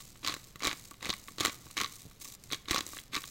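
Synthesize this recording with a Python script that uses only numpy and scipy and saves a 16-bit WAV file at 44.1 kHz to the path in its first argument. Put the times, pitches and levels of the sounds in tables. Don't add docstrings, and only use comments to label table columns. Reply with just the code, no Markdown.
import sys
import numpy as np
from scipy import signal
from scipy.fft import rfft, irfft, next_fast_len
from scipy.io import wavfile

SR = 44100
rng = np.random.default_rng(int(sys.argv[2]) if len(sys.argv) > 2 else 0)


def int16_out(signal):
    q = np.round(np.clip(np.atleast_2d(signal).T, -1, 1) * 32767)
    wavfile.write(sys.argv[1], SR, q.astype(np.int16))


N = 145530
SIZE = 4096
LIGHT_SPLINTER_S = 0.00046

# start in seconds, end in seconds, base level of the fine crunch in dB,
# change of the low middle with the grip in dB.
TWISTS = [(0.238, 0.33, -38, -2), (0.622, 0.726, -36.5, 1), (1.024, 1.102, -41, 1.5),
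          (1.392, 1.484, -35, 0), (1.768, 1.848, -40, -4), (2.514, 2.555, -41.5, -2.5),
          (2.684, 2.792, -37, -1.5), (3.13, 3.181, -36.5, -5.5)]


def cracks():
    # start in seconds, level in dB, extra bass in dB,
    # extra burr ring in dB, extra treble in dB, decay of the splinters in seconds.
    corns = [(0.247, -33, 9, 8, 2, 0.0013), (0.2631, -33, -13, 6, 0, 0.0044),
             (0.2741, -28, -13.5, 1.5, 0, 0.0016), (0.2821, -30, 8, 9.5, 2, 0.00091),
             (0.2964, -33.5, 3, 12, -13, 0.00062), (0.3035, -41.5, 3, 3, 2, 0.0009),
             (0.3234, -39, -8, 5, 0, 0.00047), (0.3402, -34, 2, -9, -3, 0.00066),
             (0.3482, -43, -11, 3, 4, 0.00038), (0.365, -43.5, 6.5, -2, -10, 0.00033),
             (0.6042, -42.5, -16, -5, -5, 0.0021), (0.6221, -37.5, -2, -3, -4, 0.0012),
             (0.6329, -33, -3, 2, -5, 0.001), (0.6382, -35.5, 10, 0, 2, 0.0007),
             (0.6455, -32, 4, 1.5, 1, 0.00073), (0.651, -28, 8, 5.5, -3, 0.00061),
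             (0.657, -34, -16, 0, 2, 0.00062), (0.6619, -31.5, -3, -2, -7, 0.00067),
             (0.6708, -26, 6, 6.5, 2.5, 0.0017), (0.6769, -28, -2, -3, -9, 0.0024),
             (0.693, -37, -11, 13, -8, 0.0008), (0.7123, -33, -16, -3, -19, 0.00076),
             (0.729, -35.5, 2.5, -4, -2.5, 0.00046), (1.0265, -39, -1, -7, -3, 0.00076),
             (1.047, -37, 3, 3, -5, 0.0009), (1.0552, -35.5, -7, -4, -2.5, 0.00096),
             (1.0624, -39, 6, -4, -16, 0.001), (1.0683, -41, 13, 3, -5, 0.0013),
             (1.0896, -38.5, 5, -9, 4, 0.00071), (1.0935, -29, 11.5, 7, -9, 0.00054),
             (1.1021, -26.5, -1.5, 7, -6.5, 0.0003), (1.1281, -35.5, -11, 7, -12, 0.00041),
             (1.1372, -36.5, -13, -5, 0.5, 0.0016), (1.3828, -37, 7.5, 5, 1, 0.0022),
             (1.3999, -34, 5, 4, 6, 0.00018), (1.406, -25, 7, 1.5, 0.5, 0.001),
             (1.4101, -31.5, 8, 7, 6, 0.0027), (1.417, -41, 4, 5, -4, 0.001),
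             (1.434, -36, 0, -2, 1, 0.00042), (1.4494, -22.5, -4, -4, 0, 0.0013),
             (1.458, -25, -1, -3, -0.5, 0.0013), (1.469, -31, -10, -1, -5, 0.00044),
             (1.4798, -35, 4.5, 1, -1, 0.0013), (1.4953, -37, -1, -5, -12, 0.00032),
             (1.7681, -32, -2.5, -3.5, -5, 0.0072), (1.777, -29, -5, 4.5, -5, 0.00085),
             (1.786, -33.5, -5, -6, -6, 0.00052), (1.8006, -31.5, -4, 5, 3, 0.0013),
             (1.807, -31, 2, -10, -13, 0.00023), (1.8134, -27.5, -10, 2.5, 0.5, 0.00074),
             (1.819, -36.5, 4, -5, -7, 0.00088), (1.8344, -34.5, -2, -5, -6, 0.00076),
             (1.8443, -30, -4.5, 0, -4, 0.0013), (1.8472, -39, -2, 0, -18, 0.0017),
             (1.8599, -39, -8, -3, -14, 0.00091), (2.5141, -38, 10, 5, -8, 0.0013),
             (2.523, -32, 3.5, 10, 5, 0.00033), (2.531, -29.5, -1, 5, 0.5, 0.00062),
             (2.5454, -36, 1, 2, -2, 0.00045), (2.6843, -37.5, 5, 7, -5, 0.0011),
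             (2.697, -37.5, 8, 0, -8, 0.0013), (2.7087, -24.5, 4, 3, 3.5, 0.0058),
             (2.7182, -38, -1, -8, 2, 0.0009), (2.7305, -32.5, -6, -9, -11, 0.00083),
             (2.745, -27, 12.5, 4.5, 3.5, 0.0004), (2.7603, -26.5, -8, 1, -0.5, 0.00031),
             (2.7734, -32.5, -11, -1, -14, 0.00036), (2.7804, -30, 8, 4.5, -0.5, 0.0009),
             (2.7842, -35, 7, 7, 4, 0.00041), (2.789, -36, 2, -4, -5, 0.0008),
             (2.8068, -31.5, 3, 8.5, 2, 0.0013), (2.865, -38.5, 11, 8, 13.5, 0.00075),
             (2.8762, -49, 6, -4, 15, 0.00053), (2.8894, -44, 8, 1, 18, 0.00057),
             (3.1452, -32.5, -22, -3, -3, 0.00058), (3.152, -30.5, -14, 3, -6, 0.00064),
             (3.1635, -31, -6, 3, 0.5, 0.00096), (3.1675, -32, 4.5, 0.5, -8, 0.00069),
             (3.1765, -35, -2, -10, -8, 0.0014)]
    out = np.zeros(N)
    for start, db, bass, ring, treble, decay_s in corns:
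        nearest = min(TWISTS, key=lambda twist: abs(twist[1] - start))
        grip_db = nearest[3]
        curve = [(550, bass), (950, 0), (2500, 0), (3500, ring), (4600, ring), (8000, treble)]
        own_db = along(curve, grid())
        add(out, start, db, fracture(body(grip_db) + own_db, decay_s))
    return out


def fracture(colour_db, decay_s):
    snap, rise_s = 0.12, 0.0003
    splinter_db, crumble_db, crumble_s = -7.5, -22.5, 0.0042
    bending_s = 0.0006
    t = np.arange(SIZE) / SR
    shards = rng.choice([-1, 1], SIZE) * (rng.random(SIZE) < 0.5)
    splinters = amp(splinter_db) * np.exp(-t / decay_s)
    crumbs = amp(crumble_db) * np.exp(-t / crumble_s)
    force = shards * (1 - np.exp(-t / rise_s)) * (splinters + crumbs)
    force[0] = snap
    delay_s = bending_s / (1 + grid() / 3000)
    shift = np.exp(-2j * np.pi * np.cumsum(delay_s) * SR / SIZE)
    travel = irfft(shift * rfft(causal(colour_db)))
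    return signal.fftconvolve(force, travel[:SIZE // 2])[:SIZE]


def body(grip_db):
    # pitch in Hz, level in dB.
    broad = [(30, -9), (130, -8.5), (220, -7), (500, -8), (700, -7.5), (950, -7.5), (1500, -3), (2200, -1),
             (3000, -3), (4300, -3.5), (4900, -5.5), (7000, -5), (10000, -14.5), (16000, -18.5)]
    grip = [(380, 0.0054), (600, grip_db), (850, grip_db), (1080, 0.0075)]
    return along(broad, grid()) + resonances() + along(grip, grid())


def resonances():
    # pitch in Hz, width in Hz, lift in dB.
    modes = [(297, 84, 9.5), (1129.3, 73, 13), (1280, 200, 1.5), (2010, 61, 4), (2240, 116, 3.5),
             (3920, 490, 6), (6450, 140, 5)]
    lift_db = 0
    for hz, width, db in modes:
        nearness = 1 / (1 + (2 * (grid() - hz) / width) ** 2)
        lift_db = lift_db + 10 * np.log10(1 + (amp(db) ** 2 - 1) * nearness)
    return lift_db


def crunch():
    # pitch in Hz, level in dB.
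    tilt = [(100, 4), (1000, 0), (4000, -1.5), (12000, -3.5)]
    rise_s, fall_s, arch_db = 0.0049, 0.0086, 4.5
    t, out = np.arange(N) / SR, np.zeros(N)
    crushing = clumps() * grains(6000, 8)
    for start, end, db, grip_db in TWISTS:
        arch = np.sin(np.pi * np.clip((t - start) / (end - start), 0, 1))
        before, after = np.minimum(t - start, 0), np.maximum(t - end, 0)
        edges = np.exp(before / rise_s - after / fall_s)
        response = causal(body(grip_db) + along(tilt, grid()))
        coloured = unit(signal.fftconvolve(crushing, response)[:N])
        out += amp(db + arch_db * (arch - 1.5)) * edges * coloured
    return out


def clumps():
    per_s, spread_db = 260, 2
    knots = np.clip(rng.standard_normal(N), -2, 2)
    return amp(spread_db * np.interp(np.arange(N) * per_s / SR, np.arange(N), knots))


def pings():
    # start in seconds, pitch in Hz, level in dB before a cut of 2 dB.
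    notes = [(0.283, 1090, -34), (1.406, 1161, -32), (2.2538, 1150, -53), (2.533, 3320, -34.5)]
    decay_s, rise_s = 0.007, 0.00075
    out, t = np.zeros(N), np.arange(SIZE) / SR
    for start, hz, db in notes:
        tone = np.sin(2 * np.pi * (hz * t + rng.random()))
        add(out, start, db - 2, tone * np.exp(-t / decay_s) * (1 - np.exp(-t / rise_s)))
    return out


def knocks():
    # start in seconds, level in dB, extra brightness in dB.
    hits = [(.004, -51, 0), (0.156, -55.5, -5), (0.23, -48, 1), (0.5573, -45.5, -3), (.6135, -47, 5),
            (0.912, -46.5, -29), (0.941, -53, 4), (1.008, -50.5, 5), (1.2826, -42, -3.5),
            (1.667, -50.5, -16), (1.702, -53.5, -2), (2.112, -55.5, 10), (2.503, -45.5, 11),
            (2.656, -50, 13), (2.933, -44, -6), (2.969, -41.5, 5), (2.987, -40.5, 16), (3.132, -42.5, 9),
            (3.239, -39.5, 8.5)]
    # pitch in Hz, level in dB.
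    knock_colour = [(60, -19), (300, -0.5), (700, -7), (1150, -1), (1500, 3), (2200, 0.5), (4000, -4),
                    (6000, -24.5), (16000, -25)]
    out = np.zeros(N)
    for start, db, bright in hits:
        bright_db = along([(1300, 0), (3500, bright)], grid())
        colour_db = along(knock_colour, grid()) + resonances() + bright_db
        add(out, start, db, fracture(colour_db, LIGHT_SPLINTER_S))
    return out


def finger_bumps():
    # start in seconds, level in dB.
    touches = [(0.558, -47), (1.313, -49.5), (1.66, -49), (2.054, -45.5), (2.065, -45.5), (2.072, -50),
               (2.459, -54.5)]
    # pitch in Hz, level in dB.
    touch_colour = [(40, -10), (130, 6), (300, -7), (600, -16), (1200, -36), (4000, -41)]
    out = np.zeros(N)
    for start, db in touches:
        add(out, start, db, causal(along(touch_colour, grid())))
    return out


def jolts():
    # start in seconds, strength in dB before the build-up softens it.
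    shoves = [(.672, -31), (1.105, -38), (1.458, -32.5), (2.712, -25)]
    pitch_hz, decay_s, rise_s = 52.4, 0.0038, 0.0003
    t, pushes = np.arange(SIZE) / SR, np.zeros(N)
    for start, db in shoves:
        pushes[round(start * SR)] = amp(db)
    thump = np.cos(2 * np.pi * pitch_hz * t) * np.exp(-t / decay_s) * (1 - np.exp(-t / rise_s))
    return signal.fftconvolve(pushes, thump)[:N]


def trickle():
    # time in seconds, level in dB.
    flow = [(0, -51), (.2, -61.5), (.39, -54), (.56, -67.5), (.77, -51), (.98, -62.5), (1.18, -53.5),
            (1.3, -57), (1.37, -60), (1.52, -47.5), (1.64, -59), (1.71, -54.5), (1.75, -60), (1.88, -50),
            (2.0, -54.5), (2.195, -67.5), (2.211, -47.5), (2.25, -48.5), (2.28, -49), (2.345, -51),
            (2.364, -69), (2.44, -62), (2.561, -55), (2.65, -64), (2.83, -52), (2.981, -48.5), (3.1, -67.5),
            (3.2, -48.5), (3.3, -51)]
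    # pitch in Hz, level in dB.
    pepper_colour = [(100, -23), (350, -6.5), (800, -12.5), (1140, -10), (1500, -14), (2100, -3),
                     (2900, -4.5), (4000, -1), (7500, 4), (10500, -4), (16000, -3)]
    # start in seconds, level in dB.
    flakes = [(.442, -50.5), (0.471, -58), (.558, -49.5), (0.595, -50.5), (.853, -48), (.91, -46),
              (1.149, -53), (1.287, -48.5), (1.711, -44.5), (1.956, -48), (2.019, -48.5), (2.213, -52),
              (2.2459, -43), (2.2532, -44.5), (2.35, -46.5), (2.438, -47), (2.923, -46), (2.9498, -49),
              (2.965, -44), (3, -46)]
    dust_db = -9.5
    ring_share = 0.67
    colour_db = along(pepper_colour, grid()) + ring_share * resonances()
    fall = ticks() + amp(dust_db) * rng.standard_normal(N)
    level_db = np.interp(np.arange(N) / SR, *np.transpose(flow))
    out = unit(signal.fftconvolve(fall, causal(colour_db))[:N]) * amp(level_db)
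    for start, db in flakes:
        add(out, start, db, fracture(colour_db, LIGHT_SPLINTER_S))
    return out


def ticks():
    decay_s = 0.00072
    impacts = grains(650, 5.5) ** 2
    energy = signal.fftconvolve(impacts, np.exp(-np.arange(SIZE) / SR / decay_s))[:N]
    return unit(np.sqrt(np.abs(energy)) * rng.standard_normal(N))


def kitchen(x):
    # pitch in Hz, time in seconds.
    fade_times = [(200, 0.57), (2000, 0.41), (12000, 0.19)]
    tail_db = -17
    hz, t, noise = signal.stft(rng.standard_normal(SR // 2), SR, nperseg=256)
    fade = amp(-60 * t / along(fade_times, hz)[:, None])
    tail = signal.istft(noise * fade, SR, nperseg=256)[1]
    return signal.fftconvolve(x, amp(tail_db) * tail / np.linalg.norm(tail))[:N]


def room_tone():
    # pitch in Hz, level in dB.
    room_colour = [(20, 3.5), (50, -1.5), (130, 0), (200, -4.5), (350, -11.5), (800, -19), (1500, -21.5),
                   (5000, -23), (16000, -77)]
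    level_db = -58.5
    noise = filtered(rng.standard_normal(N), lambda hz: amp(along(room_colour, hz)))
    return amp(level_db) * unit(noise)


def appliances():
    # pitch in Hz, level (rms) in dB.
    hums = [(120, -69), (11636, -78.5)]
    t, out = np.arange(N) / SR, np.zeros(N)
    for hz, db in hums:
        drift = np.cumsum(rng.standard_normal(N)) * hz * 8e-6
        out += amp(db) * np.sqrt(2) * np.sin(2 * np.pi * hz * t + drift)
    return out


def side_part(grinding):
    # pitch in Hz, level in dB.
    side_levels = [(300, -23), (1500, -32.5), (5000, -31), (14000, -41)]
    smear_s = 0.006

    def response(hz):
        smear = np.exp(-2j * np.pi * smear_s * hz * (1 - hz / SR))
        return amp(along(side_levels, hz)) * smear

    return filtered(grinding, response)


def amp(db):
    return 10 ** (np.asarray(db) / 20)


def unit(x):
    return x / np.sqrt(np.mean(x ** 2) + 1e-20)


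def along(points, hz):
    f, v = np.transpose(points)
    return np.interp(np.log(hz + 1), np.log(f + 1), v)


def filtered(x, response):
    m = next_fast_len(N + SR // 2)
    return irfft(rfft(x, m) * response(np.fft.rfftfreq(m, 1 / SR)), m)[..., :N]


def causal(db):
    c = irfft(np.log(amp(db)))
    c[1:SIZE // 2] *= 2
    c[SIZE // 2 + 1:] = 0
    return irfft(np.exp(rfft(c)))


def grid():
    return np.fft.rfftfreq(SIZE, 1 / SR)


def add(track, s, db, sound):
    head = sound[:SR // 200]
    part = track[max(0, round(s * SR)):][:len(sound)]
    part += (amp(db) * sound / np.sqrt(np.mean(head ** 2)))[:len(part)]


def grains(per_s, spread_db):
    spread = np.clip(rng.standard_normal(N), -2, 2)
    size = amp(spread_db * spread) * rng.choice([-1, 1], N)
    return unit(size * (rng.random(N) < per_s / SR))


def scene():
    # pitch in Hz, left over right in dB.
    balance = [(100, -1.45), (500, -1.2), (1200, -.65), (5000, -.55), (12000, -.3)]
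    grinding = cracks() + crunch()
    mill = grinding + pings() + knocks() + finger_bumps() + jolts() + trickle()
    mid = mill + kitchen(mill) + room_tone() + appliances()
    side = side_part(grinding)
    stereo = np.array([mid + side, mid - side])
    return filtered(stereo, lambda hz: amp(np.outer([0.5, -0.5], along(balance, hz))))


def record(dry):
    return filtered(dry, lambda hz: hz < 15900)


dry = scene()
out = record(dry)
int16_out(out)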